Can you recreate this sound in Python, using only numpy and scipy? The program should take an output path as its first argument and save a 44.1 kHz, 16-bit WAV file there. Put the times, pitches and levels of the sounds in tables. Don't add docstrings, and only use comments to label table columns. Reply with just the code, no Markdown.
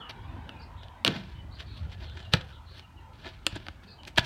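import sys
import numpy as np
from scipy import signal
from scipy.fft import rfft, irfft, next_fast_len
from scipy.io import wavfile
from scipy.ndimage import uniform_filter1d, map_coordinates

SR = 44100
rng = np.random.default_rng(int(sys.argv[2]) if len(sys.argv) > 2 else 0)


def transcribe(u):
    v = np.clip(np.atleast_2d(u).T, -1, 1)
    q = np.round(v * 32767).astype(np.int16)
    wavfile.write(sys.argv[1], SR, q)


N = 187769
TIME = np.arange(N) / SR
HALF_SECOND = TIME[:SR // 2]


def amp(db):
    return 10 ** (np.asarray(db) / 20)


def unit(x):
    return x / np.sqrt(np.mean(x ** 2) + 1e-20)


def burst(x):
    return x * np.sqrt(.003 * SR / (np.sum(x ** 2) + 1e-20))


def fade(t, t60_s):
    return np.exp(-np.log(1000) * np.maximum(t, 0) / t60_s)


def at_hz(rows, hz):
    knots_hz, values = np.transpose(rows)
    return np.interp(np.log(hz + 1), np.log(knots_hz), values)


def curve(rows):
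    return np.interp(TIME, *np.transpose(rows))


def wobble(rate_hz, size=N):
    knots = rng.standard_normal(int(size * rate_hz / SR) + 4)
    return map_coordinates(knots, [np.arange(size) * rate_hz / SR])


def add(track, start_s, x):
    start = max(round(start_s * SR), 0)
    track[start:start + len(x)] += x[:max(len(track) - start, 0)]


def coloured(x, spectrum):
    size = 2 * next_fast_len(len(x))
    gain = amp(at_hz(spectrum, np.fft.rfftfreq(size, 1 / SR)))
    cepstrum = irfft(np.log(gain))
    cepstrum[1:size // 2] *= 2
    cepstrum[size // 2 + 1:] = 0
    return irfft(rfft(x, size) * np.exp(rfft(cepstrum)))[:len(x)]


def low_cut(x, corner_hz):
    return signal.sosfilt(signal.butter(2, corner_hz, "highpass", fs=SR, output="sos"), x)


# time in seconds, relative level in dB.
WIND_LEVELS = [(0, -57), (.3, -41.5), (.55, -47.5), (.73, -45.5), (1.05, -55.5), (1.4, -42), (1.63, -46.5),
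               (1.8, -40), (1.85, -32), (1.91, -45), (2.04, -39.5), (2.25, -45), (2.85, -52.5),
               (3.55, -46.5), (3.9, -56), (4.25, -46)]
# frequency in Hz, relative level in dB.
WIND_SPECTRUM = [(18, -32), (30, -29), (42, 1), (60, -0.5), (80, 3), (120, -5.5), (165, -13.5),
                 (300, -33.5), (600, -72), (1500, -120)]

def wind(gain_db=1):
    rumble = unit(coloured(rng.standard_normal(N), WIND_SPECTRUM))
    return rumble * amp(curve(WIND_LEVELS) + gain_db)


# time in seconds, relative level in dB.
RUSH_LEVELS = [(0, -51.5), (.6, -53), (.8, -56.5), (2.3, -58.5), (2.7, -60.5), (4.25, -58)]
# frequency in Hz, relative level in dB.
RUSH_SPECTRUM = [(60, -23), (130, -5), (250, -4.5), (450, -11.5), (620, -11.5), (780, -8.5), (950, -8),
                 (1150, -13.5), (1500, -12), (2000, -17.5), (2800, -20.5), (4000, -27.5), (7000, -56)]

def far_rush(gain_db=2, patch_db=4):
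    bins = signal.stft(rng.standard_normal(N), nperseg=1024)[2]
    patches = uniform_filter1d(rng.standard_normal(bins.shape), size=4, axis=0)
    patches = uniform_filter1d(patches, size=7, axis=1)
    noise = signal.istft(bins * amp(patch_db * unit(patches)), nperseg=1024)[1][:N]
    return unit(coloured(noise, RUSH_SPECTRUM)) * amp(curve(RUSH_LEVELS) + gain_db)


# peak time in seconds, width in seconds, level in dB.
DRONE_SWELLS = [(.4, 1, -58.5), (2.6, 0.039, -59), (3.08, 0.069, -55)]

def far_drone(centre_hz=950, width_hz=90):
    phase = 2 * np.pi * centre_hz * TIME
    band = wobble(2 * width_hz) * np.sin(phase) + wobble(2 * width_hz) * np.cos(phase)
    swells = sum(amp(db) * np.exp(-((TIME - peak_s) / width_s) ** 2)
                 for peak_s, width_s, db in DRONE_SWELLS)
    return unit(band) * swells


# frequency in Hz, relative level in dB.
HISS_SPECTRUM = [(300, -21), (3000, 1), (6000, -3), (9000, -6.5), (10300, -10.5), (12000, -9),
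                 (16000, -12.5)]

def hiss(level_db=-73):
    return amp(level_db) * unit(coloured(rng.standard_normal(N), HISS_SPECTRUM))


def bird_note(length_s, end_hz, fall_hz, shake_hz, shake_rate_hz):
    size = int(length_s * SR)
    slide_hz = fall_hz * np.linspace(1, 0, size) ** 2.1
    pitch_hz = end_hz + slide_hz + shake_hz * wobble(shake_rate_hz, size)
    return signal.windows.tukey(size, .5) * np.sin(2 * np.pi * np.cumsum(pitch_hz) / SR)


# start in seconds, length in seconds, end pitch in Hz, fall to it in Hz, level in dB.
WHISTLE_NOTES = [(0, 0.039, 2850, 754, -45.5), (0.044, 0.038, 2853, 208, -51.5),
                 (0.485, .099, 2430, 440, -58), (1.336, .084, 2970, 71, -57),
                 (2.184, 0.0415, 2990, 248, -59), (2.242, 0.034, 2750, 326, -56.5),
                 (2.81, 0.056, 2800, 343, -60.5), (2.963, 0.0383, 2740, 330, -61.5),
                 (3.817, 0.096, 2588, -53, -62), (3.979, .035, 2927, 322, -55)]

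def whistles():
    out = np.zeros(N)
    for start_s, length_s, end_hz, fall_hz, db in WHISTLE_NOTES:
        note = bird_note(length_s, end_hz, fall_hz, shake_hz=45.5, shake_rate_hz=600)
        add(out, start_s, amp(db) * note)
    return out


# resonance in Hz, bandwidth in Hz, gain in dB.
PANEL_MODES = [(268, 54, -4), (368, 61, 6), (539.5, 36, -3), (654, 68, 3.5), (888, 285, 0.5),
               (1383, 105, -7.5), (1544, 71, 1.5), (1767, 184, 3.5), (2085, 50, 1.5), (2462, 114, -0.5)]

def cardboard(force, pitch_ratio=1, corner_hz=2400):
    push = signal.sosfilt(signal.butter(2, corner_hz, fs=SR, output="sos"), force)
    size = 2 * next_fast_len(len(force))
    hz = np.fft.rfftfreq(size, 1 / SR) / pitch_ratio
    response = sum(amp(db) * 1j * hz * width_hz / (mode_hz ** 2 - hz ** 2 + 1j * hz * width_hz)
                   for mode_hz, width_hz, db in PANEL_MODES)
    return irfft(rfft(push, size) * response)[:len(force)]


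# frequency in Hz, relative level in dB.
RASP_SPECTRUM = [(300, -16), (1200, -4), (2200, 1.5), (3200, 4.5), (4500, -3), (5600, -14.5), (7500, -14.5),
                 (12000, -40)]
EDGE_SPECTRUM = [(3000, -36.5), (6000, 6.5), (8500, 2.5), (10300, -8), (11800, -8), (16000, -21.5)]

def friction(strokes, grain_db=3, grain_rate_hz=900, clump_db=2.8, clump_rate_hz=110):
    powers = np.zeros((3, N))
    for peak_s, rise_s, t60_s, *levels_db in strokes:
        start_s = max(peak_s - .15, 0)
        t = HALF_SECOND + start_s - peak_s
        envelope = np.exp(np.minimum(t, 0) * 2 / rise_s) * fade(t, t60_s)
        for power, db in zip(powers, levels_db):
            add(power, start_s, (amp(db) * envelope) ** 2)
    rasp_gain, edge_gain, board_gain = np.sqrt(powers)
    slips = rng.standard_normal(N)
    slips *= amp(grain_db * wobble(grain_rate_hz) + clump_db * wobble(clump_rate_hz))
    rasp = rasp_gain * unit(coloured(slips, RASP_SPECTRUM))
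    edge = edge_gain * unit(coloured(slips, EDGE_SPECTRUM))
    return rasp + edge + board_gain * unit(cardboard(slips))


# peak time, rise and t60 in seconds, then rasp, edge and cardboard levels in dB.
SCRAPE_STROKES = [(.096, 0.0044, 0.082, -37.5, -54.5, -46), (.833, 0.01, 0.071, -50.5, -72, -56),
                  (1.166, .045, 0.17, -40.5, -61, -41), (1.244, 0.13, 0.66, -54, -74, -59.5),
                  (1.604, 0.027, .12, -41.5, -62.5, -51), (1.785, 0.11, 0.56, -55.5, -70, -70),
                  (1.925, .04, .1, -45, -69, -54), (2.038, .062, 0.23, -50, -70, -50.5),
                  (2.178, 0.059, 0.5, -48.5, -78, -49.5), (2.412, 0.0077, .035, -37, -60, -43),
                  (2.49, 0.1, .36, -56.5, -70, -67), (2.78, 0.078, 0.16, -49.5, -63.5, -56.5),
                  (3.262, 0.019, 0.083, -41.5, -70, -37), (3.28, .13, 0.34, -46.5, -67, -50.5),
                  (3.52, 0.077, 0.65, -48, -66, -53.5), (3.565, 0.015, .048, -40, -72, -39),
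                  (3.836, 0.014, 0.13, -56, -69, -54), (4.079, 0.01, .093, -43, -52, -47.5),
                  (4.255, 0.028, .1, -38.5, -49, -44)]

def scrapes():
    return friction(SCRAPE_STROKES)


def fracture(t60_s, clean_t60_s=0.015, flutter_db=-12, flutter_t60_s=0.035):
    t = TIME[:SR // 12]
    splinters = burst(rng.standard_normal(len(t)) * fade(t, t60_s))
    release = burst(1. * (t == 0)) * clean_t60_s / t60_s
    flutter = burst(rng.standard_normal(len(t)) * fade(t, flutter_t60_s))
    return burst(release + splinters) + amp(flutter_db) * flutter


# frequency in Hz, relative level in dB.
CRACK_SPECTRUM = [(300, -64), (1000, -7), (1650, -15.5), (1950, -12), (2300, -6.5), (2900, 1.5),
                  (3600, -2.5), (4500, -6), (5400, -18), (6300, -15.5), (7500, -19), (12000, -44)]

def snap(crack_db, t60_s, edge_db, knock_db, pitch_ratio, low_cut_hz):
    force = fracture(t60_s)
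    crack = amp(crack_db) * burst(coloured(force, CRACK_SPECTRUM))
    edge = amp(edge_db) * burst(coloured(force, EDGE_SPECTRUM))
    knock = amp(knock_db) * burst(cardboard(low_cut(force, low_cut_hz), pitch_ratio))
    return crack + edge + knock


def tap(click_db, knock_db, t60_s):
    edge_db = click_db - 19.5
    return snap(click_db, t60_s, edge_db, knock_db, pitch_ratio=.84, low_cut_hz=150)


# start in seconds, click level in dB, cardboard knock level in dB.
CUTTER_CLICKS = [(0.4926, -37, -40), (0.8842, -49.5, -64), (2.0985, -49, -64), (2.7955, -43, -56),
                 (3.5595, -45, -49), (3.667, -41, -38.5), (3.6847, -35, -32.5), (4.034, -46.5, -57),
                 (4.052, -44, -54), (4.161, -43, -61)]

def cutter_clicks():
    out = np.zeros(N)
    for start_s, click_db, knock_db in CUTTER_CLICKS:
        add(out, start_s, tap(click_db, knock_db, t60_s=0.0091))
    return out


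# start in seconds, length in seconds, pitch in Hz, level in dB.
TWITTER_NOTES = [(0.589, 0.061, 4670, -58.5), (0.755, .11, 3600, -59), (1.503, 0.084, 4170, -58),
                 (1.642, 0.17, 3930, -57.5), (2.003, .14, 3640, -54.5), (2.216, .05, 3550, -57),
                 (2.513, 0.062, 3515, -58), (2.647, 0.15, 3940, -60), (3.863, 0.093, 4400, -57)]

def twitters():
    out = np.zeros(N)
    for start_s, length_s, hz, db in TWITTER_NOTES:
        note = bird_note(length_s, hz, fall_hz=0, shake_hz=373, shake_rate_hz=350)
        add(out, start_s, amp(db) * note)
    return out


# start in seconds, crack level in dB, t60 in seconds, edge level in dB,
# knock level in dB, panel pitch ratio, knock low cut in Hz.
STRAP_CRACKS = [(1.0487, -15.5, 0.0022, -27.5, -27, 1, 500), (1.0501, -21.5, 0.0063, -45, -25, 0.62, 348),
                (1.0696, -28, .005, -50, -48, 1, 200), (1.078, -16.5, 0.0055, -36.5, -23, .75, 120),
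                (2.3368, -12.5, 0.0087, -47, -18, 0.96, 700), (2.339, -28, 0.015, -55, -16, 0.96, 300),
                (3.4667, -16.5, 0.01, -32, -24, 0.85, 120), (4.1765, -28, 0.036, -35.5, -39, 0.43, 600),
                (4.183, -14.5, 0.01, -45, -12.5, 0.95, 595), (4.193, -22, 0.029, -44, -39, 0.75, 600)]

def strap_cracks():
    out = np.zeros(N)
    for start_s, *settings in STRAP_CRACKS:
        add(out, start_s, snap(*settings))
    return out


# frequency in Hz, gain in dB, t60 in seconds.
BOX_MODES = [(94.2, -13, 0.16), (145.9, 2, 0.063), (261.3, -6.5, 0.055), (400.4, -18, 0.062)]
# start in seconds, relative level in dB, pitch ratio, t60 ratio, tilt in dB per octave.
BOX_BLOWS = [(1.053, -32, 1.1, 1.1, 6), (1.074, -26.5, 1.72, 3, 1.5), (1.082, -29, 1, 3.2, 6),
             (1.156, -35, 1.3, 5, -3), (2.339, -13, 1.09, 0.78, 2), (3.528, -34, .62, 2, -8),
             (3.561, -34, 2.1, 0.87, -5), (4.188, -20, .8, 1.1, -7)]

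def box_thumps(attack_s=0.00049, waver_rad=0.91, waver_rate_hz=133):
    out = np.zeros(N)
    t = HALF_SECOND
    main_hz = BOX_MODES[1][0]
    attack = 1 - np.exp(-t / attack_s)
    for start_s, db, pitch_ratio, t60_ratio, tilt_db in BOX_BLOWS:
        for hz, mode_db, t60_s in BOX_MODES:
            waver = waver_rad * wobble(waver_rate_hz, len(t))
            swing = np.sin(2 * np.pi * hz * pitch_ratio * t + waver)
            gain = amp(db + mode_db + tilt_db * np.log2(hz / main_hz))
            add(out, start_s, gain * swing * attack * fade(t, t60_s * t60_ratio))
    return out


# time in seconds, tear level in dB, tear rise in seconds, slither level in dB,
# slither t60 in seconds.
STRAP_RELEASES = [(1.066, -23, 0.01, -38.5, 0.41), (2.336, -22, 0.01, -39.5, 0.13),
                  (4.181, -21, 0.0089, -47, 0.41)]
SLITHER_DELAY_S = .02

def tears_and_slithers(tear_t60_s=0.064, slither_rise_s=0.013):
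    strokes = []
    for tear_s, tear_db, tear_rise_s, slither_db, slither_t60_s in STRAP_RELEASES:
        tear_levels_db = tear_db, tear_db - 15, tear_db - 6
        slither_levels_db = slither_db, slither_db - 20, slither_db - 1.5
        strokes.append((tear_s, tear_rise_s, tear_t60_s, *tear_levels_db))
        strokes.append((tear_s + SLITHER_DELAY_S, slither_rise_s, slither_t60_s, *slither_levels_db))
    return friction(strokes)


def strap_slaps(count=6, gap_s=.014, gain_db=-6, scatter_db=5):
    out = np.zeros(N)
    for tear_s, _, _, slither_db, slither_t60_s in STRAP_RELEASES:
        for k, (jitter, strength) in enumerate(rng.uniform(-1.1, 1, (count, 2))):
            after_s = gap_s * (k + .5 + jitter / 2)
            db = slither_db + gain_db + scatter_db * strength
            pat = tap(db, knock_db=db + 10.5, t60_s=0.0055)
            add(out, tear_s + SLITHER_DELAY_S + after_s, fade(after_s, slither_t60_s) * pat)
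    return out


# start in seconds, level in dB, t60 in seconds.
JAW_TICKS = [(3.4663, -27, 0.0026), (3.5582, -49.5, 0.014)]
# frequency in Hz, relative level in dB.
STEEL_SPECTRUM = [(4000, -63), (6000, -15), (7200, -5), (9000, -8.5), (10500, -24), (13000, -33),
                  (16000, -41)]

def cutter_jaws():
    out = np.zeros(N)
    for start_s, db, t60_s in JAW_TICKS:
        add(out, start_s, amp(db) * burst(coloured(fracture(t60_s), STEEL_SPECTRUM)))
    return out


# frequency in Hz, t60 in seconds.
YARD_DECAY = [(200, 0.39), (1000, 0.5), (4000, 0.24), (10000, 0.15)]

def yard_scatter(x):
    hz, t, bins = signal.stft(rng.standard_normal(SR // 2), SR, nperseg=256)
    decay = fade(t, at_hz(YARD_DECAY, hz)[:, None])
    tail = signal.istft(bins * decay, SR, nperseg=256)[1]
    return signal.fftconvolve(x, tail / np.linalg.norm(tail))[:N]


def scene():
    outdoors = wind() + far_rush() + far_drone() + hiss()
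    birds = whistles() + twitters()
    box = scrapes() + cutter_clicks() + strap_cracks() + box_thumps()
    box += tears_and_slithers() + strap_slaps() + cutter_jaws()
    scatter = amp(-0.5) * yard_scatter(birds) + amp(-18.5) * yard_scatter(box)
    return (outdoors + birds + box + scatter)[None]


def record(dry, low_cut_hz=38, ceiling=0.8, top_hz=16000):
    x = low_cut(dry, low_cut_hz)
    squashed = x / (1 + np.abs(x / ceiling) ** 4) ** (1 / 4)
    size = next_fast_len(N + SR // 2)
    passband = np.fft.rfftfreq(size, 1 / SR) < top_hz
    return irfft(rfft(squashed, size) * passband, size)[..., :N]


dry = scene()
out = record(dry)
transcribe(out)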